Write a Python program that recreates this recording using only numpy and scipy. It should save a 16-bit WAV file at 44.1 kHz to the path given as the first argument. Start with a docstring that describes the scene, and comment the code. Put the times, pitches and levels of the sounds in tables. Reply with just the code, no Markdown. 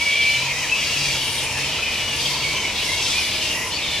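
"""Tall trees with a squabbling colony of fruit bats, traffic far off.
A dense crowd of screeches and squeaks; nearer screeches, squeals, one long whistle, thin high chirps
and distant hoots stand out. Screeches are pulse trains shaped by the throat, the other calls jittering
tones, all scattered by the foliage. The traffic is shaped noise, motor hums and one engine that rises
and falls."""
import sys
import numpy as np
from scipy import signal
from scipy.fft import rfft, irfft, next_fast_len
from scipy.io import wavfile

SR = 44100
rng = np.random.default_rng(int(sys.argv[2]) if len(sys.argv) > 2 else 0)


def inscribe(sig):
    """Save sig as 16-bit PCM at rate SR to the path in sys.argv[1].

    A 1-D sig is mono; a 2-D sig holds one channel per row.
    Samples are clipped to [-1, 1] before scaling.
    """
    pcm = np.round(np.clip(np.atleast_2d(sig).T, -1, 1) * 32767)
    wavfile.write(sys.argv[1], SR, pcm.astype(np.int16))


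N = 176400

# crowd spectrum: freq_hz, gain_db
CROWD_SPECTRUM = [(760, -45), (1300, -10.5), (1570, -19), (2370, -0.5), (2860, -3), (3860, -9), (4610, -9),
                  (7980, -22), (10900, -31.5), (14600, -39), (15500, -48)]
# crowd band envelopes, before BAND_TRIM_DB: time_s, level_db
LOW_BAND_ENV = [(0.02, -26.5), (0.43, -26.5), (0.68, -26.5), (0.73, -27.5), (0.78, -26.5), (2.84, -29),
                (3.12, -31.5), (3.18, -27), (3.25, -29.5), (3.44, -27.5), (3.75, -30.5), (3.79, -26.5),
                (3.96, -27.5)]
MID_BAND_ENV = [(0.02, -25.5), (0.16, -25), (0.46, -25), (0.59, -30.5), (0.93, -26), (1.38, -25.5),
                (1.47, -31), (1.76, -25), (2.14, -29), (2.22, -22), (2.71, -29.5), (2.76, -23.5),
                (3.49, -23.5), (3.62, -32), (3.7, -29.5), (3.73, -23), (3.78, -25), (3.96, -26)]
HIGH_BAND_ENV = [(0.0, -29.5), (0.23, -32.5), (1.14, -29.5), (1.19, -32), (2.08, -32.5), (2.22, -29.5),
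                 (2.54, -33.5), (2.58, -31.5), (2.75, -33.5), (2.86, -29.5), (3.0, -30), (3.03, -29),
                 (3.33, -32.5), (3.44, -29.5), (3.93, -33), (4.0, -32.5)]
TOP_BAND_ENV = [(0.0, -46), (0.11, -49), (0.58, -50.5), (1.38, -45), (1.51, -50), (1.8, -49), (2.07, -49),
                (2.28, -47.5), (2.74, -51.5), (2.84, -45), (2.99, -48), (3.27, -47), (3.52, -48.5),
                (3.54, -49), (3.7, -52), (4.0, -48.5)]
BAND_EDGES_HZ, BAND_TRIM_DB = [1300, 3080, 5100, 9000, 17000], [-1, -3.5, -0.5, 6.5]

# near screeches: start_s, length_s, start_hz, end_hz, relative_db
SCREECH_CALLS = [(0, 0.28, 572, 559.4, -27), (0.157, 0.31, 778, 800, -42), (0.281, 0.15, 577.6, 590, -30),
                 (0.748, 0.17, 579, 553, -25.5), (0.936, 0.28, 581, 558, -31), (.95, 0.21, 478, 454, -37.5),
                 (1.158, 0.31, 594, 559.5, -30), (1.692, 0.31, 579, 614, -33.5),
                 (1.704, 0.23, 505, 515, -34), (1.944, 0.27, 588, 572, -27.5), (2.166, 0.12, 654, 624, -35),
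                 (2.284, 0.48, 510, 520, -47), (2.516, .21, 504.5, 496, -30.5),
                 (2.742, 0.29, 558, 554.5, -31), (3.018, 0.23, 645, 600, -32),
                 (3.261, 0.17, 574, 565.6, -30), (3.424, 0.13, 564, 561, -37),
                 (3.702, 0.065, 605, 596, -33), (3.8, 0.26, 625, 573, -30)]
# throat resonances: freq_hz, gain_db
THROAT_RESPONSE = [(1000, -22), (1700, -10), (2300, -0.5), (3000, 4.5), (3600, -6.5), (4600, -8),
                   (6000, -13.5), (9000, -62), (15000, -54)]
# squeals: start_s, length_s, start_hz, mid_hz, end_hz, level_db, jitter_ratio
SQUEAL_CALLS = [(.11, 0.13, 3250, 3320, 3430, -35, .02), (.37, 0.072, 3900, 3870, 4000, -34, .015),
                (.43, 0.1, 2400, 2503, 2477, -29, 0.053), (.52, .125, 1763, 2030, 1910, -35.5, .015),
                (.635, 0.029, 1980, 1795, 1610, -30, .015), (0.691, 0.083, 2450, 2600, 2590, -25, 0.021),
                (.711, 0.023, 2530, 2620, 2600, -16, 0.012), (.82, 0.12, 4600, 4650, 4270, -35, 0.042),
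                (.89, 0.094, 2830, 2890, 2880, -30.5, 0.033), (1.05, 0.19, 4550, 4620, 4500, -35, 0.016),
                (.97, 0.062, 4650, 4720, 4530, -31.5, .008), (1.075, 0.044, 2420, 2360, 2350, -25.5, 0.014),
                (1.115, 0.035, 5400, 5500, 5500, -41, .01), (1.145, .025, 1700, 1380, 1160, -38, .02),
                (1.54, 0.058, 1700, 1710, 1580, -36.5, .05), (1.57, 0.036, 2650, 2614, 2460, -25, 0.022),
                (1.78, 0.024, 1150, 1340, 1460, -36, .02), (1.85, 0.052, 2400, 2464, 2450, -24.5, 0.012),
                (2.01, .15, 2330, 2300, 2320, -34, 0.016), (2.105, 0.058, 2900, 2825, 2940, -29.5, .012),
                (2.16, 0.2, 4620, 4800, 4640, -33.5, 0.016), (2.33, 0.17, 4640, 4620, 4250, -33, .02),
                (2.395, 0.032, 1390, 1305, 1220, -39, .02), (2.435, 0.1, 2270, 2270, 2400, -27, 0.015),
                (2.74, 0.072, 3550, 3780, 3850, -32, 0.018), (2.55, 0.074, 6050, 6170, 6300, -35, .007),
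                (2.56, .13, 3086, 3073, 2795, -31, 0.0095), (2.57, 0.12, 2230, 2210, 2200, -31.5, .025),
                (2.84, 0.036, 5400, 5360, 5250, -34, .008), (2.88, 0.064, 2080, 2105, 2180, -27.5, 0.018),
                (3.015, .045, 5450, 5480, 5530, -31.5, 0.009), (3.075, 0.022, 1300, 1370, 1330, -38, .02),
                (3.125, 0.086, 2250, 2447, 2440, -25.5, 0.013),
                (3.174, 0.021, 2450, 2490, 2560, -23, 0.014), (3.33, .06, 4850, 4880, 4870, -36, .01),
                (3.405, 0.14, 2820, 2750, 2753, -28.5, 0.031), (3.54, .1, 2080, 1983, 1985, -34.5, 0.032),
                (3.72, .06, 4250, 4520, 4650, -30, 0.014), (3.77, 0.098, 2600, 2625, 2540, -33, 0.018),
                (3.82, 0.17, 3730, 3570, 3513, -31.5, 0.011), (3.87, 0.13, 4170, 4130, 4060, -34, 0.022),
                (3.94, 0.093, 1850, 1740, 1750, -37, .02)]
# squeal and squeak harmonics 1 and 2: gain_db
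HARMONICS_DB = [0, -24]
# long whistle: time_s, pitch_hz, relative_db
WHISTLE_CONTOUR = [(0.0, 2245, -28), (0.026, 2273, -18), (0.05, 2323, -30), (0.068, 2276, -17.5),
                   (0.134, 2280, -19.5), (0.156, 2320, -25), (0.204, 2315, -16.5), (0.354, 2315, -20),
                   (0.42, 2314, -31)]
# high chirps: start_s, length_s, start_hz, end_hz, level_db, jitter_ratio
CHIRP_CALLS = [(1.235, 0.082, 9680, 9100, -37, .05), (1.31, 0.078, 9800, 8700, -34.5, .05),
               (1.378, 0.031, 9400, 8700, -31.5, .05), (1.428, 0.043, 9260, 9000, -34, .05),
               (1.5, 0.038, 9000, 9400, -36, .05), (1.568, .032, 9200, 9150, -34.5, .05),
               (2.147, .19, 10780, 11400, -40, .045), (2.845, 0.15, 10600, 10700, -41, .035),
               (3.15, .14, 11000, 10520, -39, .03), (3.51, 0.2, 11000, 10520, -39, .04),
               (3.533, 0.11, 12600, 12300, -48, .045)]
# distant low calls: start_s, length_s, pitch_hz, level_db
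HOOT_CALLS = [(0, .06, 980, -36.5), (0.392, 0.11, 990, -35), (0.567, .23, 1013, -38),
              (1.051, 0.34, 920, -41), (1.417, 0.18, 885, -38.5), (1.646, 0.15, 945, -38),
              (2.294, 0.15, 985, -34.5), (2.516, .22, 990, -36.5), (2.852, 0.33, 960, -41.5),
              (3.542, 0.23, 975, -36)]

# road rumble and low drone spectra: freq_hz, gain_db
ROAD_SPECTRUM = [(13, -42), (22, -12.5), (76, 1), (107, -3), (134, -3.5), (194, -7), (397, -9.5), (460, -6),
                 (730, -9), (962, -6), (1180, -11), (1440, -15.5), (1800, -11), (2340, -4), (3960, -120)]
DRONE_SPECTRUM = [(120, -15), (210, 2.5), (250, -3), (300, 7.5), (380, 1), (600, -22)]
# road, drone and engine envelopes: time_s, level_db
ROAD_ENV = [(0, -35.5), (.3, -35.5), (.7, -34), (1.6, -33.5), (2.6, -32.5), (3.3, -33.5), (4, -34)]
DRONE_ENV = [(0, -71), (1.2, -46.5), (2, -51), (2.9, -43), (4, -47.5)]
ENGINE_ENV = [(.2, -70), (.39, -38.5), (.7, -51), (1, -36.5), (1.5, -45.5), (1.65, -36), (1.8, -56),
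              (2.11, -40.5), (2.55, -38.5), (2.8, -52)]
# engine fundamental: time_s, pitch_hz
ENGINE_CONTOUR = [(.2, 122.7), (.4, 131.8), (.7, 150.7), (1, 141.7), (1.42, 123.6), (1.72, 143),
                  (1.95, 118), (2.11, 125), (2.51, 152), (2.7, 160)]
# far motors: pitch_hz, level_db
MOTOR_HUMS = [(72, -61.5), (90, -51.5), (459, -53), (590, -53.5), (632, -51.5)]

# left-right likeness of diffuse sound: freq_hz, correlation (clipped to 0..1 in use)
STEREO_CORRELATION = [(60, 0.99), (130, 1), (290, 0.99), (640, 0.98), (1410, 0.91), (3100, 0.71),
                      (6820, 0.071), (15000, -2.7)]
# microphone balance: freq_hz, left_minus_right_db
MIC_BALANCE = [(60, -2.5), (130, -3), (290, -2.5), (640, -3.0), (1410, -2), (3100, 1), (6820, 3),
               (15000, 7.5)]

ATTACK_S, RELEASE_S, FLUTTER_DB = 0.008, 0.011, 2
TREES_T60_S = 0.29


def crowd(squeak_db=-9.5, wash_db=-1):
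    """Screeches, squeaks and the noise wash of the farthest bats; four bands swell and ebb."""
    voices = far_screeches() + amp(squeak_db) * far_squeaks() + amp(wash_db) * diffuse_noise()
    envelopes = [LOW_BAND_ENV, MID_BAND_ENV, HIGH_BAND_ENV, TOP_BAND_ENV]
    lowpass = lambda hz, corner_hz: 1 / (1 + (hz / corner_hz) ** 30)
    out = np.zeros((2, N))
    for lo_hz, hi_hz, trim_db, env in zip(BAND_EDGES_HZ, BAND_EDGES_HZ[1:], BAND_TRIM_DB, envelopes):
        bandpass = lambda hz: lowpass(hz, hi_hz) - lowpass(hz, lo_hz)
        band = filtered(voices, lambda hz: amp(log_interp(CROWD_SPECTRUM, hz)) * bandpass(hz))
        out += unit_rms(band) * amp(trim_db + curves(env)[0])
    return out


def far_screeches(count=60, pitch_hz=601.2):
    """Overlapping pulse trains of many bats, each at its own pitch."""
    out = np.zeros(N)
    for k, (shift, stretch, pitch, bend, slope, gain) in enumerate(rng.standard_normal((count, 6))):
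        start_s = (k + shift / 2) / count * N / SR - 0.1
        arc_hz = pitch_hz * np.exp(0.16 * pitch + np.array([0, 0.02 * bend, 0.03514 * slope]))
        phase, env = call(0.2 * np.exp(0.39 * stretch), arc_hz, jitter=0.01986)
        add(out, start_s, amp(1.6 * gain) * env * pulse_train(phase))
    return unit_rms(foliage(out, wet=0.88))


def far_squeaks(count=200, pitch_hz=2656):
    """Quick swooping tones all over the canopy."""
    out = np.zeros(N)
    for k, (shift, stretch, pitch, bend, slope, gain) in enumerate(rng.standard_normal((count, 6))):
        start_s = (k + shift) / count * N / SR
        arc_hz = pitch_hz * np.exp(0.13 * pitch + np.array([0, 0.09 * bend, 0.12 * slope]))
        phase, env = call(0.02656 * np.exp(0.344 * stretch), arc_hz, jitter=0.029)
        add(out, start_s, amp(2 * gain) * env * squeal_tone(phase))
    return unit_rms(foliage(out, wet=0.64))


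def near_screeches():
    """Vocal pulse trains through the throat's resonances."""
    pulses = np.zeros(N)
    for start_s, length_s, *arc_hz, relative_db in SCREECH_CALLS:
        phase, env = call(length_s, arc_hz, jitter=0.012)
        add(pulses, start_s, amp(relative_db + 5.5) * env * pulse_train(phase))
    return foliage(shaped(pulses, THROAT_RESPONSE), wet=0.23)


def squeals():
    """Short arching tones, clean to hoarse with rising jitter."""
    out = np.zeros(N)
    for start_s, length_s, *arc_hz, level_db, jitter in SQUEAL_CALLS:
        phase, env = call(length_s, arc_hz, jitter)
        add(out, start_s, amp(level_db) * env * squeal_tone(phase))
    return foliage(out, wet=0.38)


def whistle():
    """One long, nearly pure tone from a bat close by."""
    pitch_hz, relative_db = curves(WHISTLE_CONTOUR)
    end_s = WHISTLE_CONTOUR[-1][0]
    fade = np.clip((end_s - np.arange(N) / SR) / RELEASE_S, 0, 1)
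    phase = phase_of(pitch_hz * (1 + 0.0015 * wobble(317)))
    env = amp(relative_db + 1.5 + 0.66 * wobble(86)) * fade
    return foliage(env * np.sin(phase), wet=0.025)


def chirps():
    """Thin high sines, raspy from fast jitter."""
    out = np.zeros(N)
    for start_s, length_s, *arc_hz, level_db, jitter in CHIRP_CALLS:
        phase, env = call(length_s, arc_hz, jitter, jitter_rate_hz=1200)
        add(out, start_s, amp(level_db) * env * np.sin(phase))
    return foliage(out, wet=0.21)


def hoots():
    """Wavering low calls from far back in the trees."""
    out = np.zeros(N)
    for start_s, length_s, pitch_hz, level_db in HOOT_CALLS:
        phase, env = call(length_s, [pitch_hz, pitch_hz], jitter=0.054, jitter_rate_hz=170)
        add(out, start_s, amp(level_db) * env * np.sin(phase))
    return foliage(out, wet=0.19)


def call(length_s, arc_hz, jitter, jitter_rate_hz=700):
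    """Phase and envelope of one call: jittered pitch arc; fluttering attack, hold and release."""
    t = np.arange(int(length_s * SR)) / SR
    arc = np.polyfit(np.linspace(0, 1, len(arc_hz)), arc_hz, len(arc_hz) - 1)
    pitch_hz = np.polyval(arc, t / length_s) * (1 + jitter * wobble(jitter_rate_hz, len(t)))
    gate = np.clip(t / ATTACK_S, 0, 1) * np.clip((length_s - t) / RELEASE_S, 0, 1)
    return phase_of(pitch_hz), gate * amp(FLUTTER_DB * wobble(134.3, len(t)))


def pulse_train(phase, harmonics=24):
    """Sharp vocal pulses: equal harmonics, rms 1."""
    return (np.sin((harmonics + 0.5) * phase) / (2 * np.sin(phase / 2)) - 0.5) / np.sqrt(harmonics / 2)


def squeal_tone(phase):
    """Fundamental plus a weak octave."""
    return np.sqrt(2) * sum(amp(db) * np.sin(k * phase) for k, db in enumerate(HARMONICS_DB, 1))


def foliage(x, wet, blocks=14):
    """Direct sound plus scatter off trunks and leaves, new paths each block; wet is the power share."""
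    t = np.arange(SR // 4) / SR
    scatter = np.zeros((2, N))
    for k, block in enumerate(np.array_split(x, blocks)):
        tails = rng.standard_normal((2, len(t))) * amp(-60 * t / TREES_T60_S)
        for track, tail in zip(scatter, tails):
            add(track, k * N / blocks / SR, signal.fftconvolve(block, tail / np.linalg.norm(tail)))
    return np.sqrt(1 - wet) * x + np.sqrt(wet) * spread(scatter)


def traffic():
    """Far road rumble, wavering motor hums, one engine and a swelling drone."""
    road = rumble(ROAD_SPECTRUM, ROAD_ENV)
    hums = sum(amp(db + 2.5 * wobble(4.03)) * sine(hz + 3 * wobble(14)) for hz, db in MOTOR_HUMS)
    return road + hums + engine() + rumble(DRONE_SPECTRUM, DRONE_ENV)


def engine():
    """One far engine changing speed: fundamental and octave."""
    pitch_hz = curves(ENGINE_CONTOUR)[0] * (1 + 0.012 * wobble(30.8))
    env = amp(curves(ENGINE_ENV)[0] + 1.5 * wobble(15))
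    return env * (sine(pitch_hz) + amp(-13) * sine(2 * pitch_hz))


def rumble(spectrum, envelope):
    """Diffuse traffic noise with a slowly moving level."""
    return amp(curves(envelope)[0]) * unit_rms(shaped(diffuse_noise(), spectrum))


def diffuse_noise():
    return spread(rng.standard_normal((2, N)))


def spread(pair):
    """Two unrelated signals to left and right: alike in the bass, apart in the treble."""
    angle = lambda hz: np.arccos(np.clip(log_interp(STEREO_CORRELATION, hz), 0, 1)) / 2
    mid, side = filtered(pair, lambda hz: np.array([np.cos(angle(hz)), np.sin(angle(hz))]))
    return np.array([mid + side, mid - side])


def wobble(rate_hz, size=N):
    """Smooth random curve, rate_hz knots a second."""
    knots = rng.standard_normal(2048)
    whole, part = np.divmod(np.arange(size) * rate_hz / SR, 1)
    i, angle = whole.astype(int) % (len(knots) - 1), np.pi / 2 * part
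    return knots[i] * np.cos(angle) + knots[i + 1] * np.sin(angle)


def amp(db):
    return 10 ** (np.asarray(db) / 20)


def unit_rms(x):
    return x / np.sqrt(np.mean(x ** 2) + 1e-20)


def phase_of(hz):
    return 2 * np.pi * np.cumsum(hz) / SR


def sine(hz):
    return np.sqrt(2) * np.sin(phase_of(hz))


def log_interp(points, hz):
    freq_hz, values = np.transpose(points)
    return np.interp(np.log(hz + 1), np.log(freq_hz + 1), values)


def curves(rows):
    """Per-sample curve for each column after time_s."""
    time_s, *columns = np.transpose(rows)
    return [np.interp(np.arange(N) / SR, time_s, column) for column in columns]


def filtered(x, response):
    size = next_fast_len(N + SR // 2)
    return irfft(rfft(x, size) * response(np.fft.rfftfreq(size, 1 / SR)), size)[..., :N]


def shaped(x, spectrum):
    return filtered(x, lambda hz: amp(log_interp(spectrum, hz)))


def add(track, start_s, x):
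    i = int(start_s * SR)
    x = x[max(-i, 0):max(N - i, 0)]
    track[max(i, 0):][:len(x)] += x


def scene():
    return crowd() + near_screeches() + squeals() + whistle() + chirps() + hoots() + traffic()


def record(dry, left_lead_s=16e-6, cutoff_hz=15720):
    """Band-limited microphone pair: left brighter and slightly nearer, right fuller."""
    sides = np.array([[0.5], [-0.5]])
    balance = lambda hz: amp(sides * log_interp(MIC_BALANCE, hz))
    lead = lambda hz: np.exp(2j * np.pi * sides * hz * left_lead_s)
    return filtered(dry, lambda hz: balance(hz) * lead(hz) * (hz < cutoff_hz))


dry = scene()
out = record(dry)
inscribe(out)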